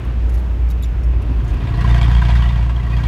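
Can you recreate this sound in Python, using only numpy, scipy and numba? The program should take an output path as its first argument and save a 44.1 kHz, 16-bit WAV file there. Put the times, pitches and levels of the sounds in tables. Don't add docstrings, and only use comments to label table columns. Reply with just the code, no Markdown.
import sys
import numpy as np
from scipy import signal
from scipy.fft import rfft, irfft, next_fast_len
from scipy.io import wavfile
from scipy.ndimage import uniform_filter1d
from numba import njit

SR = 44100
rng = np.random.default_rng(int(sys.argv[2]) if len(sys.argv) > 2 else 0)


def magnitude_from_level(level_db):
    exponent = np.asarray(level_db, float) / 20
    return 10 ** exponent


def persist_wave(psi):
    counts = np.round(np.clip(psi, -1, 1) * 32767).astype(np.int16)
    wavfile.write(sys.argv[1], SR, np.atleast_2d(counts).T)


N = 135387

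CYCLE_HZ, FIRST_FIRES_S = 14.66, 2.2185
FULL_LOAD_DB = -30

# t/s, firing-tone boom level/dB, engine load as knock level/dB
DRIVE = [(0, -25.5, -40), (.1, -20.5, -41), (.25, -12.5, -51), (.44, -19, -42.5), (0.629, -11.5, -53),
         (0.779, -15, -54), (1.14, -16, -41.5), (1.29, -19, -41), (1.37, -15, -41), (1.68, -22.5, -35),
         (1.8, -18, -33), (1.93, -9.5, -30), (2.08, -12, -30.5), (2.298, -12, -31), (2.55, -14.5, -32.5),
         (2.7, -19.5, -36), (2.85, -17, -36), (3.07, -12.5, -32.5)]
# multiple of the cycle, level at full load/dB, share of load change
ENGINE_ORDERS = [(6, -28.5, 2.4), (8, -17.5, 1.21), (10, -26.5, 1.66), (12, -29, 1.4), (14, -38, 1.87),
                 (20, -50.5, 2.7)]
CYLINDER_DB = [0, -2, -2, -5.5]
# t/s, extra level/dB
ODD_FIRINGS = [(1.885, -1.5), (1.953, 2), (2.09, -0.5), (2.158, -1), (2.293, 2.5), (2.361, 2), (2.497, -1),
               (2.702, 3), (2.77, 1), (2.838, -3.5), (2.94, 1.5), (3.043, 2)]
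# f/Hz, width/Hz, level/dB
BLOCK_MODES = [(695.7, 20, 2.5), (994, 52, -3.5), (1121, 15, 0), (1621, 104, -5), (1917, 63, -3.5),
               (2278, 8.1, -1), (2475, 59, -11.5), (2787, 69, -9.5), (3232, 172, -12), (3585, 34, -10),
               (4520, 120, -19.5)]
# f/Hz, level/dB
KNOCK_COLOUR = [(300, -33), (560, -16), (700, -9), (1010, 1), (1380, -7.5), (3000, -13.5), (5000, -20.5),
                (9000, -35), (16000, -54)]
# t/s, level/dB
SHAKE = [(0, -34), (.3, -31.5), (.7, -39), (1.05, -29.5), (1.349, -25.5), (1.6, -29), (1.9, -23.5),
         (2.1, -26.5), (2.599, -37), (3.07, -30.5)]
# f/Hz, width/Hz, level/dB
FLOOR_PANELS = [(47.9, 9.3, 4), (68, 56.7, 7), (113, 39, -5.5), (146, 52, -12.5), (275.5, 160, -11.5)]
PANEL_FOLLOW = [1.3, 0.13, 0.56, 0.084, 0.98]
# f/Hz, level/dB
ROAD_COLOUR = [(110, -47), (210, 0.5), (355, -2), (560, -7), (2600, -18), (4560, -30), (10400, -43),
               (16000, -37)]
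# t/s, length/s, level/dB, stick-slip f/Hz, tone share/0-1
SQUEAKS = [(.003, 0.01, -66, 3100, .2), (.049, 0.011, -53.5, 3000, 0.3), (.2935, 0.012, -47, 3670, 0.2),
           (0.322, 0.021, -56.5, 3840, .3), (0.34, 0.026, -49, 3800, 0.3), (0.376, 0.03, -52.5, 3750, .1),
           (0.458, .01, -59.5, 3840, 0.1), (0.525, .03, -66, 3970, 0.4), (0.687, 0.014, -52, 2820, 0.3),
           (.7015, 0.0087, -40.5, 3750, 0.83), (0.709, .014, -47, 3860, .4),
           (0.8243, 0.008, -40.5, 3810, 0.8), (0.833, 0.03, -48.5, 3580, 0.1),
           (1.034, 0.014, -52.5, 2920, .05), (1.219, 0.012, -50.5, 3170, 0.05),
           (1.444, 0.01, -52.5, 1980, .05), (1.478, 0.043, -53.5, 2090, 0.05),
           (1.537, 0.012, -56, 4120, 0.5), (1.542, .01, -58, 4000, .05)]
SQUEAK_PARTIALS_DB = [-8, -14, 0, -4]
RASP_HZ = [4400, 5500, 6700, 9000, 9800, 11400, 13000, 15200]
# t/s, length/s, f/Hz, level/dB
JOINTS = [
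    (0.143, .06, 190, -39),
    (0.265, .08, 320, -40.5),
    (0.382, .08, 138, -34),
    (0.524, .1, 328, -40.5),
    (1.268, 0.13, 261, -35.5),
    (1.58, 0.045, 127.6, -27),
    (1.72, 0.056, 55.4, -24),
    (1.7, .14, 330, -38.5),
    (1.736, .1, 453, -42),
    (2.05, 0.05, 293, -36),
]
# t/s, length/s, f/Hz, level/dB
FRAME_RINGS = [(0.292, 0.008, 5230.0, -59.0), (0.292, 0.008, 7260, -57), (0.356, 0.006, 6500.0, -62.0),
               (0.701, 0.01, 7410.0, -60), (0.701, 0.016, 4520.0, -59.0), (0.705, 0.0087, 3830, -49),
               (0.705, 0.012, 7060.0, -62.0), (0.711, 0.008, 5710.0, -62.0), (0.827, 0.015, 3800, -46.5),
               (0.828, 0.016, 3480, -47), (0.833, 0.009, 7030, -45), (0.843, 0.006, 5810.0, -54),
               (0.846, 0.01, 5230.0, -61), (1.035, 0.012, 5460, -58), (1.041, 0.008, 6740.0, -63.0),
               (1.042, 0.008, 9000, -65), (1.224, 0.006, 9490, -60), (1.219, 0.007, 2610, -45),
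               (1.23, 0.0046, 2700, -47), (1.45, 0.006, 7060.0, -60), (1.475, 0.01, 6240.0, -59),
               (1.502, 0.008, 6240.0, -61.0)]
# t/s, length/s, f/Hz, level/dB
PANEL_RINGS = [(1.741, 0.008, 4130.0, -51.0), (1.809, 0.008, 6160.0, -58.0), (1.845, 0.011, 1024, -26),
               (1.941, 0.0087, 3230, -36), (1.981, 0.008, 990.0, -27), (2.012, 0.013, 2290, -33),
               (2.014, 0.0071, 7360.0, -52), (2.016, 0.0071, 985, -33.0), (2.147, 0.008, 3230.0, -35),
               (2.166, 0.009, 3250, -39), (2.218, 0.0084, 1000, -31), (2.216, 0.01, 1585, -28),
               (2.251, 0.006, 3250.0, -36.5), (2.286, 0.0065, 4680, -46), (2.29, 0.008, 692, -28.5),
               (2.323, 0.006, 1953, -39), (2.357, 0.0089, 1516, -38), (2.362, 0.01, 3570.0, -43),
               (2.392, 0.012, 693, -38.5), (2.423, 0.01, 2930.0, -35.5), (2.425, 0.008, 980, -46),
               (2.455, 0.01, 2970, -41), (2.489, 0.006, 1980, -36), (2.488, 0.015, 3590, -40.5),
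               (2.557, 0.0083, 1620, -38.0), (2.555, 0.01, 3200, -44.0), (2.661, 0.007, 993, -37),
               (2.696, 0.0047, 1002, -32), (2.761, 0.0073, 3250, -41), (2.797, 0.008, 1980.0, -38.5),
               (2.798, 0.007, 990, -39), (2.866, 0.01, 1890, -42), (2.92, 0.027, 2500, -40.5),
               (2.931, 0.01, 4610.0, -50), (2.93, 0.013, 1915, -36.5), (2.964, 0.01, 4690.0, -51),
               (2.965, 0.011, 3250.0, -41), (3.033, 0.008, 3226, -41), (3.036, 0.008, 4040, -45)]


def level(x, db):
    return x * magnitude_from_level(db) / np.sqrt(np.mean(x ** 2))


@njit
def svf(x, hz, width):
    y, band, low = np.empty(len(x)), 0., 0.
    g, k = np.tan(np.pi * hz / SR), width / hz
    for i in range(len(x)):
        v = (band + g * (x[i] - low)) / (1 + g * (g + k))
        band = 2 * v - band
        low = low + 2 * g * v
        y[i] = k * v
    return y


def band_noise(hz, width):
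    return svf(rng.standard_normal(N), float(hz), float(width))


def walk(rate):
    hold = int(SR / rate)
    steps = np.repeat(rng.standard_normal(N // hold + 1), hold)[:N]
    return 1.5 * uniform_filter1d(uniform_filter1d(steps, hold), hold)


def colour(x, points):
    hz, db = np.array(points, float).T
    n = next_fast_len(N)
    f = np.maximum(np.arange(n // 2 + 1) * SR / n, 1)
    gain = magnitude_from_level(np.interp(np.log(f), np.log(hz), db))
    return irfft(rfft(x, n) * gain, n)[:N]


def boom(cycle, boom_db, load_db):
    pulse_lag_s, pulse_skew, phase_wobble = .0056, -.6, .22
    turn = 2 * np.pi * (cycle - pulse_lag_s * CYCLE_HZ)
    firing_gain = magnitude_from_level(boom_db + 1.4 * walk(18))
    out = firing_gain * np.cos(4 * turn + pulse_skew + phase_wobble * walk(14))
    light_load_db = .8 * np.minimum(load_db + 38, 0)
    for order, db, follow in ENGINE_ORDERS:
        order_db = db + follow * (load_db - FULL_LOAD_DB) + light_load_db
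        gain = magnitude_from_level(order_db + 1.2 * walk(25.04))
        out += gain * np.cos(round(order) * turn + pulse_skew + phase_wobble * walk(15))
    return -np.sqrt(2) * out


def knock(cycle, load_db):
    lead_s, late_s, t60_s, crack_s = .003, .002, .22, .0045
    scatter_db, patch_db, crack_db, clatter_db = 1.24, 3.4, 2.5, -11
    knock_db, ring_db = -2.5, 2.5
    load = load_db - FULL_LOAD_DB
    common_db = scatter_db * rng.standard_normal(300)
    for s, db in ODD_FIRINGS:
        common_db[int(np.floor(4 * (s - FIRST_FIRES_S) * CYCLE_HZ))] = db

    def part(hz, width):
        turns = 4 * (cycle + (lead_s - late_s * rng.random()) * CYCLE_HZ)
        firing = np.floor(turns).astype(int)
        firing_db = common_db + patch_db * rng.standard_normal(300)
        size_db = np.array(CYLINDER_DB)[firing % 4] + firing_db[firing]
        age = (turns - firing) / (4 * CYCLE_HZ)
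        fading = magnitude_from_level(size_db - 60 * age / t60_s + crack_db * np.exp(-age / crack_s))
        burst = np.hypot(fading, magnitude_from_level(clatter_db)) * rng.standard_normal(N)
        follow = 1.47 + .2 * np.log2(hz / 1000)
        return level(svf(burst, float(hz), float(width)), 0) * magnitude_from_level(follow * load)

    third_octaves = 400 * 2 ** np.arange(0, 5.5, 1 / 3)
    broad = sum(np.sqrt(hz / 1000) * part(hz, hz / 4) for hz in third_octaves)
    ring = sum(magnitude_from_level(db) * np.sqrt(width / 100) * part(hz, width) for hz, width, db in BLOCK_MODES)
    return magnitude_from_level(knock_db + FULL_LOAD_DB - 4) * (colour(broad, KNOCK_COLOUR) + magnitude_from_level(ring_db) * ring)


def floor_shake(shake_db):
    mean_db, out = -32, np.zeros(N)
    for (hz, width, db), follow in zip(FLOOR_PANELS, PANEL_FOLLOW):
        panel = svf(band_noise(hz, 1.23 * width), float(hz), 1.23 * width)
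        out += level(panel, db + mean_db) * magnitude_from_level(follow * (shake_db - mean_db))
    return out


def road():
    rush, swell = np.zeros(N), walk(2.1)
    t = (np.arange(N) - N / 4) / SR
    for hz in 200 * 2 ** np.arange(0, 6.6, .5):
        fade_db = -1.5 * t * min(450 / hz, 1)
        db = .5 * swell + 1.6 * walk(8.95) + fade_db
        rush += magnitude_from_level(db) * band_noise(hz, hz / 2)
    whirr = magnitude_from_level(3.5 * walk(25)) * band_noise(2580, 200)
    return level(colour(rush, ROAD_COLOUR), -39.5) + level(whirr, -57)


def fittings():
    ticks_per_s, tick_db, scatter_db, decay_s, tick_hz = 30, -72, 4, .003, 7000
    struck = rng.random(N) < ticks_per_s / SR
    hits = struck * magnitude_from_level(tick_db + scatter_db * rng.exponential(size=N))
    env = signal.lfilter([1], [1, -np.exp(-1 / (decay_s * SR))], hits)
    return env * level(band_noise(tick_hz, tick_hz), 0)


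def squeaks(t):
    attack_s, tail_s, wobble, fade_db = .0006, .003, .009, 8
    out, waver = np.zeros(N), walk(600)
    flutter = [magnitude_from_level(3.5 * walk(250)) for _ in SQUEAK_PARTIALS_DB]
    frame = np.array([level(band_noise(hz, 900), -5.5 * np.log2(hz / 8000)) for hz in RASP_HZ])
    rasp_mixes = magnitude_from_level(2 * rng.standard_normal((len(SQUEAKS), len(RASP_HZ))))
    for (t0, length, db, hz, share), rasp_mix in zip(SQUEAKS, rasp_mixes):
        i = slice(int(t0 * SR), int((t0 + length + .07) * SR))
        age = t[i] - t0
        share = np.clip(share, 0, 1)
        env = np.clip(age / attack_s, 0, 1) * np.exp(-np.maximum(age - length, 0) / tail_s)
        phase = 2 * np.pi * np.cumsum(hz * (1 + wobble * waver[i])) / SR
        stack = sum(magnitude_from_level(p) * flutter[k][i] * np.sin((k + 1) * phase)
                    for k, p in enumerate(SQUEAK_PARTIALS_DB))
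        rasp = rasp_mix @ frame[:, i] / np.linalg.norm(rasp_mix)
        gain = magnitude_from_level(db - fade_db * np.clip(age / length, 0, 1)) * env
        out[i] += gain * (np.sqrt(share) * stack + np.sqrt(1 - share) * rasp)
    return out


def joints(t):
    q, edge_s = 4.8, .025
    out = np.zeros(N)
    for t0, length, hz, db in JOINTS:
        env = np.clip(np.minimum(t - t0, t0 + length - t) / edge_s + 1, 0, 1)
        hum = env * svf(band_noise(hz, hz / q), float(hz), hz / q)
        out += level(hum, db + 10 * np.log10(np.mean(env ** 2)))
    return out


def rings(t, table):
    attack_s, tail_s, wobble = .0015, .0035, .011
    out, waver, flutter = np.zeros(N), walk(600), magnitude_from_level(2.2 * walk(400))
    for t0, length, hz, db in table:
        i = slice(int(t0 * SR), int((t0 + length + .04) * SR))
        age = t[i] - t0
        env = np.clip(age / attack_s, 0, 1) * np.exp(-np.maximum(age - length, 0) / tail_s)
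        phase = 2 * np.pi * np.cumsum(hz * (1 + wobble * waver[i])) / SR
        out[i] += np.sqrt(2) * magnitude_from_level(db) * env * flutter[i] * np.sin(phase)
    return out


def scene():
    t = np.arange(N) / SR
    drive_t, drive_boom, drive_load = np.array(DRIVE, float).T
    boom_db = np.interp(t, drive_t, drive_boom)
    load_db = np.interp(t, drive_t, drive_load)
    shake_db = np.interp(t, *np.array(SHAKE, float).T)
    cycle = (t - FIRST_FIRES_S) * CYCLE_HZ
    engine = boom(cycle, boom_db, load_db) + knock(cycle, load_db)
    ride = floor_shake(shake_db) + road() + fittings()
    body = squeaks(t) + joints(t) + rings(t, FRAME_RINGS) + rings(t, PANEL_RINGS)
    return (engine + ride + body)[None]


def band_limit(x):
    return signal.sosfilt(signal.butter(12, 15830, fs=SR, output="sos"), x)


def record(dry):
    ceiling = .74
    bass_cut = signal.sosfilt(signal.butter(2, 32, "high", fs=SR, output="sos"), dry)
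    limited = ceiling * np.cbrt(np.tanh((bass_cut / ceiling) ** 3))
    return band_limit(limited)


dry = scene()
out = record(dry)
persist_wave(out)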